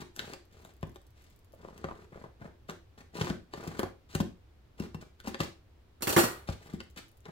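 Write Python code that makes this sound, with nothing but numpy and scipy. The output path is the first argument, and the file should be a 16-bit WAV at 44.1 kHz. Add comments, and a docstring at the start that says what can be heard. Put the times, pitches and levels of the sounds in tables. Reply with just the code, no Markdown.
"""A cardboard box on a table in a small room, heard close on a stereo pair over a low rumble.
A little to the left, a scissor blade works along the taped seam: it rasps and creaks through the board,
tape and fibres snap, and the panels flex and thump. At 6 s the scissors drop on the table to the right
and bounce with a steel clatter. Then, on the left again, hands rub and grip the box."""
import sys
import numpy as np
from scipy import signal
from scipy.fft import rfft, irfft
from scipy.io import wavfile
from scipy.ndimage import uniform_filter1d

SR = 44100
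rng = np.random.default_rng(int(sys.argv[2]) if len(sys.argv) > 2 else 0)


def output_pcm(signal):
    """Save a mono or channel-first signal as 16-bit PCM at the path in sys.argv[1].

    Samples are clipped to [-1, 1] before scaling.
    """
    pcm = np.clip(np.atleast_2d(signal).T, -1, 1) * 32767
    wavfile.write(sys.argv[1], SR, np.round(pcm).astype(np.int16))


N = 322720
TIME = np.arange(N) / SR

# spectrum of the room tone: f/Hz, level/dB
ROOM_TONE_SPECTRUM = [(20, -6.5), (45, -5.5), (62, 4.5), (105, -1.5), (160, -16.5), (260, -16.5),
                      (360, -15.5), (550, -22.5), (1000, -27.5), (2000, -32.5), (4000, -36.5), (9000, -49),
                      (16000, -47)]
# decay of the room: f/Hz, t60/s
ROOM_T60 = [(100, 0.19), (350, 0.29), (1000, 0.22), (4000, 0.27), (9000, 0.23), (15000, 0.2)]

# handles and blades landing on the table: t/s, clash level/dB, knock level/dB
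BOUNCES = [(6.008, -62, -49.5), (6.0223, -33, -36), (6.0715, -32, -25.5), (6.0918, -30.5, -31),
           (6.1256, -33, -38), (6.164, -30.5, -15), (6.1777, -29, -20), (6.1861, -26, -35.5),
           (6.2019, -30, -34.5), (6.2354, -32, -28)]
# spectra of the steel's clash and the table's knock: f/Hz, level/dB
CLASH_SPECTRUM = [(800, 8.5), (2000, -15.5), (2800, -2), (4200, -3.5), (5200, -2.5), (8500, 1), (10300, -4),
                  (13000, 1.5), (16000, -6)]
TABLE_SPECTRUM = [(50, -23), (110, 4.5), (230, -7.5), (340, 5), (480, -0.5), (680, -5.5), (850, 0.5),
                  (1000, -1), (1300, 0), (1700, -6.5), (2300, -9.5), (5000, -21)]
# clusters of close steel modes that colour the clash: f/Hz, width/Hz, level/dB
CLASH_CLUSTERS = [(2570, 230, 5), (4300, 170, 5.5)]
# modes of the free steel blades, and of scissors and table top together: f/Hz, level/dB, t60/s
STEEL_MODES = [(2500, -2.5, .2), (2720, 5.5, 0.13), (4306, -0.5, 0.26), (5760, -1, 0.16), (7343, -15, .25),
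               (12860, -5, .18)]
TABLE_MODES = [(250, 8.5, 0.058), (338, 10, 0.1), (556, -14.5, 0.18), (735, -9.5, 0.13), (801, -3, 0.18),
               (1140, 2.5, 0.08), (1437, -8.5, 0.24), (1570, -12, 0.16), (1737, -6, 0.19), (1897, -9, 0.33)]

# fingers shifting on the taped box: from t/s, to t/s
HANDLING = [(.45, 1.55), (6.6, 7.25)]
# the blade slipping between tight board edges: t/s, slip level/dB, f/Hz
CREAKS = [(0.65, -38, 730), (1.535, -41.5, 615), (1.648, -34.5, 666), (1.685, -37, 910), (1.886, -29, 950),
          (1.91, -30.5, 930), (2.119, -45, 400), (2.158, -33.5, 440), (2.24, -34.5, 876), (2.444, -40, 603)]
# the blade or a hand sliding on the box: t/s, length/s, hiss level/dB, rasp level/dB
STROKES = [(0, 0.014, -50, -40), (0.155, 0.18, -57.5, -50), (0.484, 0.23, -69.5, -63),
           (1.128, 0.2, -71, -84), (1.515, 0.53, -70.5, -58), (2.091, 0.17, -71, -53.5),
           (2.394, 0.074, -69.5, -48.5), (2.681, 0.029, -55.5, -42), (2.973, 0.036, -61.5, -51),
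           (3.121, 0.18, -50, -43), (3.494, 0.29, -59.5, -48.5), (4.079, .13, -59, -57),
           (4.769, 0.085, -58.5, -50.5), (5.002, 0.02, -58.5, -48), (5.233, 0.075, -55.5, -49),
           (5.385, 0.054, -46, -44), (6.461, 0.074, -54, -50.5), (6.586, 0.17, -62.5, -57),
           (6.959, 0.032, -48.5, -52.5), (7.242, 0.078, -70, -49)]
# tape and single fibres snapping: t/s, crack level/dB, tick level/dB, knock level/dB
SNAPS = [(0.1628, -45.5, -43.5, -53), (.193, -30, -42, -42.5), (0.335, -37, -46, -37.5),
         (0.649, -52, -52, -56), (.959, -48.5, -58, -42.5), (2.697, -38, -47, -40), (1.778, -52, -54, -51),
         (3.271, -39, -64, -30.5), (3.537, -36.5, -56, -33), (3.639, -52.5, -55, -39),
         (5.2014, -48.5, -55, -59), (5.3445, -35, -70, -33), (5.435, -38.5, -54, -35),
         (6.804, -37.5, -59, -44), (7.255, -45.5, -68.5, -51)]
# the board giving way under the blade or a hand: t/s, tear length/s, crack level/dB, tick level/dB,
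# blade level/dB, knock level/dB, thump level/dB, panel f/Hz
BREAKS = [(.829, 0.0014, -44, -56, -72, -35.5, -22.5, 138), (1.842, .003, -42, -72, -51, -28, -26, 150),
          (3.212, 0.0061, -33.5, -50, -44, -28.5, -22.5, 118),
          (3.3, 0.0022, -39, -57, -50, -33.5, -19, 184), (3.674, .006, -47, -50.5, -58, -38, -26, 160),
          (3.7929, .002, -32, -37.5, -56, -25.5, -26.5, 192),
          (3.8316, 0.0015, -43.5, -46, -54, -26.5, -26, 93.5),
          (4.15, 0.0042, -34.5, -38.5, -47, -28, -17.5, 143),
          (4.202, 0.0074, -40, -46, -44, -26.5, -14, 186.5), (4.799, 0.0026, -49, -52, -40, -41, -22, 197),
          (4.945, 0.0049, -53, -59.5, -44, -37, -25.5, 147), (5.273, 0.011, -45, -48.5, -39, -33, -24, 222),
          (5.4039, 0.0034, -29, -46, -31, -25.5, -22, 138), (6.488, 0.0053, -42, -62, -54, -33, -18, 86),
          (6.735, .003, -56, -59, -67, -48, -23.5, 192)]
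# spectra of the edge's hiss, the board's rasp, a crack and the tape film's tick: f/Hz, level/dB
HISS_SPECTRUM = [(700, -2.5), (2000, 3), (3000, -1.5), (4200, 0), (5200, -3.5), (8000, -6), (11000, -14),
                 (16000, -15)]
RASP_SPECTRUM = [(50, -17.5), (110, 8), (190, 4.5), (280, 1.5), (380, 4), (520, -3), (750, -4),
                 (1100, -6.5), (1700, -9.5), (2600, -23), (6000, -45)]
CRACK_SPECTRUM = [(600, -23.5), (1500, 3.5), (2100, -3), (2850, -4.5), (3400, -4.5), (4200, -5),
                  (5200, -8.5), (9000, -22.5), (14000, -34)]
TICK_SPECTRUM = [(3000, -25), (6000, 0), (10000, -5.5), (14000, -6), (19000, -16)]
# modes of the box, and of the cutting blade damped by the hand: f/Hz, level/dB, t60/s
BOX_MODES = [(349.3, 1, 0.044), (539, -11.5, 0.11), (756, -11, 0.092), (780, 6.5, 0.0062),
             (1100, 3.5, 0.014), (1500, 9, 0.001), (1640, 7, 0.0034)]
HELD_BLADE_MODES = [(2745, -1, 0.044), (4080, -29, .035), (5340, -10, 0.023)]
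# resonance of the box's hollow: f/Hz, width/Hz, level/dB
HOLLOW = (330, 14, 1)


def from_db(db):
    """Decibels to gain."""
    return 10 ** (np.asarray(db) / 20)


def unit_rms(x):
    """Scale to unit rms."""
    return x / np.sqrt(np.mean(x ** 2) + 1e-20)


def at_hz(points, hz):
    """Read a table on a log-frequency axis."""
    freq, value = np.transpose(points)
    return np.interp(np.log(np.maximum(hz, 1)), np.log(freq), value)


def fade(t, t60):
    """Exponential decay by 60 dB in t60 seconds."""
    return np.exp(-np.log(1000) * t / t60)


def damped_sine(t, hz, t60):
    """One mode ringing out."""
    return np.sin(2 * np.pi * hz * t) * fade(t, t60)


def add(track, s, sound):
    """Mix a sound into a track from s seconds on."""
    start = max(round(s * SR), 0)
    track[start:start + len(sound)] += sound[:N - start]


def low_cut(x, hz, order):
    """Roll off everything below hz."""
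    return signal.sosfilt(signal.butter(order, hz, "high", fs=SR, output="sos"), x)


def colour(x, spectrum, size=4096):
    """Minimum-phase filter with the spectrum's shape; white noise keeps its power."""
    gain = unit_rms(from_db(at_hz(spectrum, np.fft.rfftfreq(size, 1 / SR))))
    cepstrum = irfft(np.log(gain))[:size // 2]
    cepstrum[0] /= 2
    response = irfft(np.exp(rfft(2 * cepstrum, size)))
    return signal.oaconvolve(x, response)[:N]


def resonate(x, hz, width_hz, db):
    """A single resonance with a gain of db at its peak."""
    radius = np.exp(-np.pi * width_hz / SR)
    feed = np.array([1, 0, -1]) * (1 - radius ** 2) / 2
    feedback = [1, -2 * radius * np.cos(2 * np.pi * hz / SR), radius ** 2]
    return from_db(db) * signal.lfilter(feed, feedback, x + 1e-18)


def drift(per_s):
    """Random wandering with unit rms."""
    knots = np.arange(0, N / SR + 1, 1 / per_s)
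    return unit_rms(np.interp(TIME, knots, rng.standard_normal(N)[:len(knots)]))


def burst(t60, tail_db, tail_t60, size=16384):
    """A sharp spray of tiny contacts with a weaker, longer tail."""
    t = TIME[:size]
    return rng.standard_normal(size) * (fade(t, t60) + from_db(tail_db) * fade(t, tail_t60))


def strike(modes, spread_db, detune, size=16384):
    """One blow on a body: the contact point changes each mode's strength, sign and pitch."""
    hz, db, t60 = np.transpose(modes)[:, :, None]
    strength = from_db(db + spread_db * rng.standard_normal(hz.shape)) * rng.choice([-1, 1], hz.shape)
    pitch = hz * (1 + detune * rng.standard_normal(hz.shape))
    return np.sum(strength * damped_sine(TIME[:size], pitch, t60), axis=0)


def direct_at_mics(x, left_lead_s, left_db):
    """The nearer microphone hears a source earlier and louder."""
    lead = round(left_lead_s * SR / 2)
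    return np.array([from_db(left_db / 2) * np.roll(x, -lead), from_db(-left_db / 2) * np.roll(x, lead)])


def diffuse_at_mics(mid, side):
    """Diffuse bass reaches both microphones alike; the treble is wide."""
    side = low_cut(side, hz=480, order=1)
    return np.array([mid + side, mid - side]) / np.sqrt(2)


def room_tone():
    """A steady low rumble all around the microphones."""
    mid, side = (colour(noise, ROOM_TONE_SPECTRUM) for noise in rng.standard_normal((2, N)))
    return from_db(-56) * diffuse_at_mics(mid, side)


def early_reflections(size, count=4):
    """Near surfaces: a chain of allpass echoes smears a sound without colouring it."""
    hz = np.fft.rfftfreq(size, 1 / SR)
    delays_s = rng.uniform(0.0006, 0.0035, (count, 1))
    echo = np.exp(-2j * np.pi * hz * delays_s)
    allpasses = (echo - 0.6) / (1 - 0.6 * echo)
    return irfft(echo[0] * np.prod(allpasses, axis=0))


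def room(x, tail_db, early_db, size=24576):
    """The small room answers with early reflections and a short tail, each octave at its own decay."""
    t, centres_hz = TIME[:size], 125 * 2. ** np.arange(8)
    octave = np.log2(np.maximum(np.fft.rfftfreq(size, 1 / SR), 1))
    white = rfft(rng.standard_normal((2, size)))
    tail = np.zeros((2, size))
    for hz, share in zip(centres_hz, np.eye(len(centres_hz))):
        band = irfft(white * np.interp(octave, np.log2(centres_hz), share))
        tail += band * fade(t, at_hz(ROOM_T60, hz))
    build_up = 1 - fade(t, t60=0.28)
    tail = unit_rms(tail * build_up) / np.sqrt(size)
    early = np.array([early_reflections(size), early_reflections(size)])
    response = from_db(tail_db) * tail + from_db(early_db) * early
    return diffuse_at_mics(*signal.oaconvolve(x[None], response, axes=1)[:, :N])


def tape_crinkles(per_s=22, count=200):
    """The tape ticks faintly at random while the fingers shift; the thin film radiates only treble."""
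    ticks, t = np.zeros(N), TIME[:1024]
    times = np.cumsum(rng.exponential(1, count)) / per_s
    levels_db = rng.normal(-57, 2, count)
    for s, db, spray in zip(times, levels_db, rng.standard_normal((count, len(t)))):
        if any(start < s < end for start, end in HANDLING):
            add(ticks, s, from_db(db) * spray * fade(t, t60=0.008))
    return low_cut(ticks, hz=3930, order=2)


def board_creaks(slips_per_creak=3, max_gap_s=0.002115, pitch_spread=0.16):
    """A creak is a few quick slips, each flicking the board's edge and sounding the hollow."""
    slips, t = np.zeros(N), TIME[:2048]
    for s, db, hz in CREAKS:
        for delay in np.cumsum(rng.uniform(0, max_gap_s, slips_per_creak)):
            pitch = hz * np.exp(pitch_spread * rng.standard_normal())
            add(slips, s + delay, from_db(db) * damped_sine(t, pitch, t60=0.0073))
    return slips + resonate(slips, HOLLOW[0], width_hz=17, db=9.5)


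def fibre_friction(per_s, spread_db, clump_db, smooth_db):
    """Fibres catch at random, in clumps, over smooth friction noise; loudness is evened over 25 ms."""
    sizes = from_db(spread_db * np.minimum(rng.exponential(1, N), 4)) * rng.choice([-1, 1], N)
    catches = unit_rms(sizes * (rng.random(N) < per_s / SR))
    smooth = from_db(smooth_db) * rng.standard_normal(N)
    rough = (catches + smooth) * from_db(clump_db * drift(per_s=130))
    local_power = uniform_filter1d(rough ** 2, size=1100)
    return rough / np.sqrt(local_power + 1e-9)


def scraping(attack_share=0.19):
    """Each stroke takes hold, holds and lets go, hissing at the edge and rasping through the board."""
    hiss, rasp = np.zeros((2, N))
    t = TIME[:SR]
    for s, length, hiss_db, rasp_db in STROKES:
        attack = np.minimum(t / (attack_share * length), 1) ** 2
        push = attack * fade(np.maximum(t - length, 0), t60=0.056)
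        add(hiss, s, from_db(hiss_db) * push)
        add(rasp, s, from_db(rasp_db) * push)
    for s, *_, knock_db, _, _ in BREAKS:
        add(rasp, s, from_db(knock_db - 5) * fade(t, t60=0.03))   # the skid after a break
    hiss *= fibre_friction(per_s=710, spread_db=3.5, clump_db=7, smooth_db=-1.5)
    rasp *= fibre_friction(per_s=460, spread_db=5.5, clump_db=13, smooth_db=0.5)
    edge, board = colour(hiss, HISS_SPECTRUM), colour(rasp, RASP_SPECTRUM)
    blade = resonate(edge, HELD_BLADE_MODES[0][0], width_hz=250, db=-9)
    return edge + board + blade + resonate(board, *HOLLOW)


def snapping(size=6144):
    """Each break or snap tears with a crack and a thin tick, knocks the board and rings the blade."""
    cracks, ticks, knocks, blade = np.zeros((4, N))
    t = TIME[:size]
    lead_in = from_db(-15.5) * fade(t[:1024], t60=0.049)[::-1]
    knock_rise = 1 - fade(t, t60=0.0048)
    fractures = [row[:6] for row in BREAKS]
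    # a snap tears at once and barely rings the blade
    fractures += [(s, 0.0011, db, tick_db, db - 19, knock_db) for s, db, tick_db, knock_db in SNAPS]
    for s, tear_s, crack_db, tick_db, blade_db, knock_db in fractures:
        tear = np.concatenate([lead_in, fade(np.maximum(t - tear_s, 0), t60=0.0097)])
        start = s - len(lead_in) / SR
        add(cracks, start, from_db(crack_db) * tear * rng.standard_normal(len(tear)))
        add(ticks, start, from_db(tick_db) * tear * rng.standard_normal(len(tear)))
        knock = strike(BOX_MODES, spread_db=0, detune=0.038, size=size)
        ring = strike(HELD_BLADE_MODES, spread_db=1.5, detune=0.0067, size=size)
        add(knocks, s, from_db(knock_db) * knock * knock_rise)
        add(blade, s, from_db(blade_db) * ring)
    return colour(cracks, CRACK_SPECTRUM) + colour(ticks, TICK_SPECTRUM) + knocks + blade


def panel_thumps(lag_s=0.00341):
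    """Just after each break the panel and the whole box swing a few cycles and sound the hollow."""
    swings, t = np.zeros(N), TIME[:8192]
    whole_box = from_db(-16.5) * damped_sine(t, hz=105, t60=0.06)
    rise = 1 - fade(t, t60=0.002)
    for s, *_, db, hz in BREAKS:
        panel = damped_sine(t, hz, t60=0.037)
        overtone = from_db(-15) * damped_sine(t, 1.93 * hz, t60=0.015)
        add(swings, s + lag_s, from_db(db) * (panel + whole_box - overtone) * rise)
    thumps = low_cut(swings, hz=62, order=3)
    return thumps + resonate(thumps, hz=358, width_hz=26, db=3)


def dropped_scissors(mode_count=70):
    """Steel and plastic bounce on the table: a clash of many high modes, a hollow knock, a short ring."""
    clash, knock, ring = np.zeros((3, N))
    t = TIME[:12288]
    steel_hz = rng.uniform(2400, 16000, (mode_count, 1))
    dense_modes = damped_sine(t, steel_hz, t60=0.2) / np.sqrt(mode_count)
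    for s, clash_db, knock_db in BOUNCES:
        add(clash, s, from_db(clash_db) * burst(t60=0.048, tail_db=-10.5, tail_t60=0.3))
        first_contact = rng.standard_normal(len(t)) * fade(t, t60=0.013)
        add(clash, s, from_db(clash_db + 0.5) * first_contact)
        add(clash, s, from_db(clash_db - 18) * (rng.standard_normal(mode_count) @ dense_modes))
        add(knock, s, from_db(knock_db) * burst(t60=0.019, tail_db=-17.5, tail_t60=0.46))
        add(ring, s, from_db(knock_db - 13) * strike(TABLE_MODES, spread_db=0.5, detune=0.0024))
        add(ring, s, from_db(clash_db - 21.5) * strike(STEEL_MODES, spread_db=4, detune=0.0033))
    clusters = sum(resonate(clash, *cluster) for cluster in CLASH_CLUSTERS)
    metal = colour(clash + clusters, CLASH_SPECTRUM)
    return low_cut(metal + colour(knock, TABLE_SPECTRUM) + ring, hz=60, order=2)


def scene():
    """From the microphones: the box lies to the left, the scissors land to the right."""
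    scrapes = scraping()
    snaps = snapping() + board_creaks() + tape_crinkles()
    thumps = panel_thumps()
    box = direct_at_mics(scrapes + snaps + thumps, left_lead_s=0.00029, left_db=3.5)
    echoes = room(scrapes, tail_db=-4.5, early_db=-2)
    echoes += room(snaps, tail_db=-8.5, early_db=-5.5)
    echoes += room(thumps, tail_db=-3, early_db=-11)
    # the tumbling scissors radiate differently to the microphones and to the walls
    scissors = direct_at_mics(dropped_scissors(), left_lead_s=-0.00054, left_db=-3)
    echoes += room(dropped_scissors(), tail_db=-5, early_db=2.5)
    return room_tone() + echoes + box + scissors


def record(dry):
    """The recorder cuts the treble steeply above 15.8 kHz."""
    return signal.sosfilt(signal.ellip(10, 0.1, 80, 15800, fs=SR, output="sos"), dry)


dry = scene()
out = record(dry)
output_pcm(out)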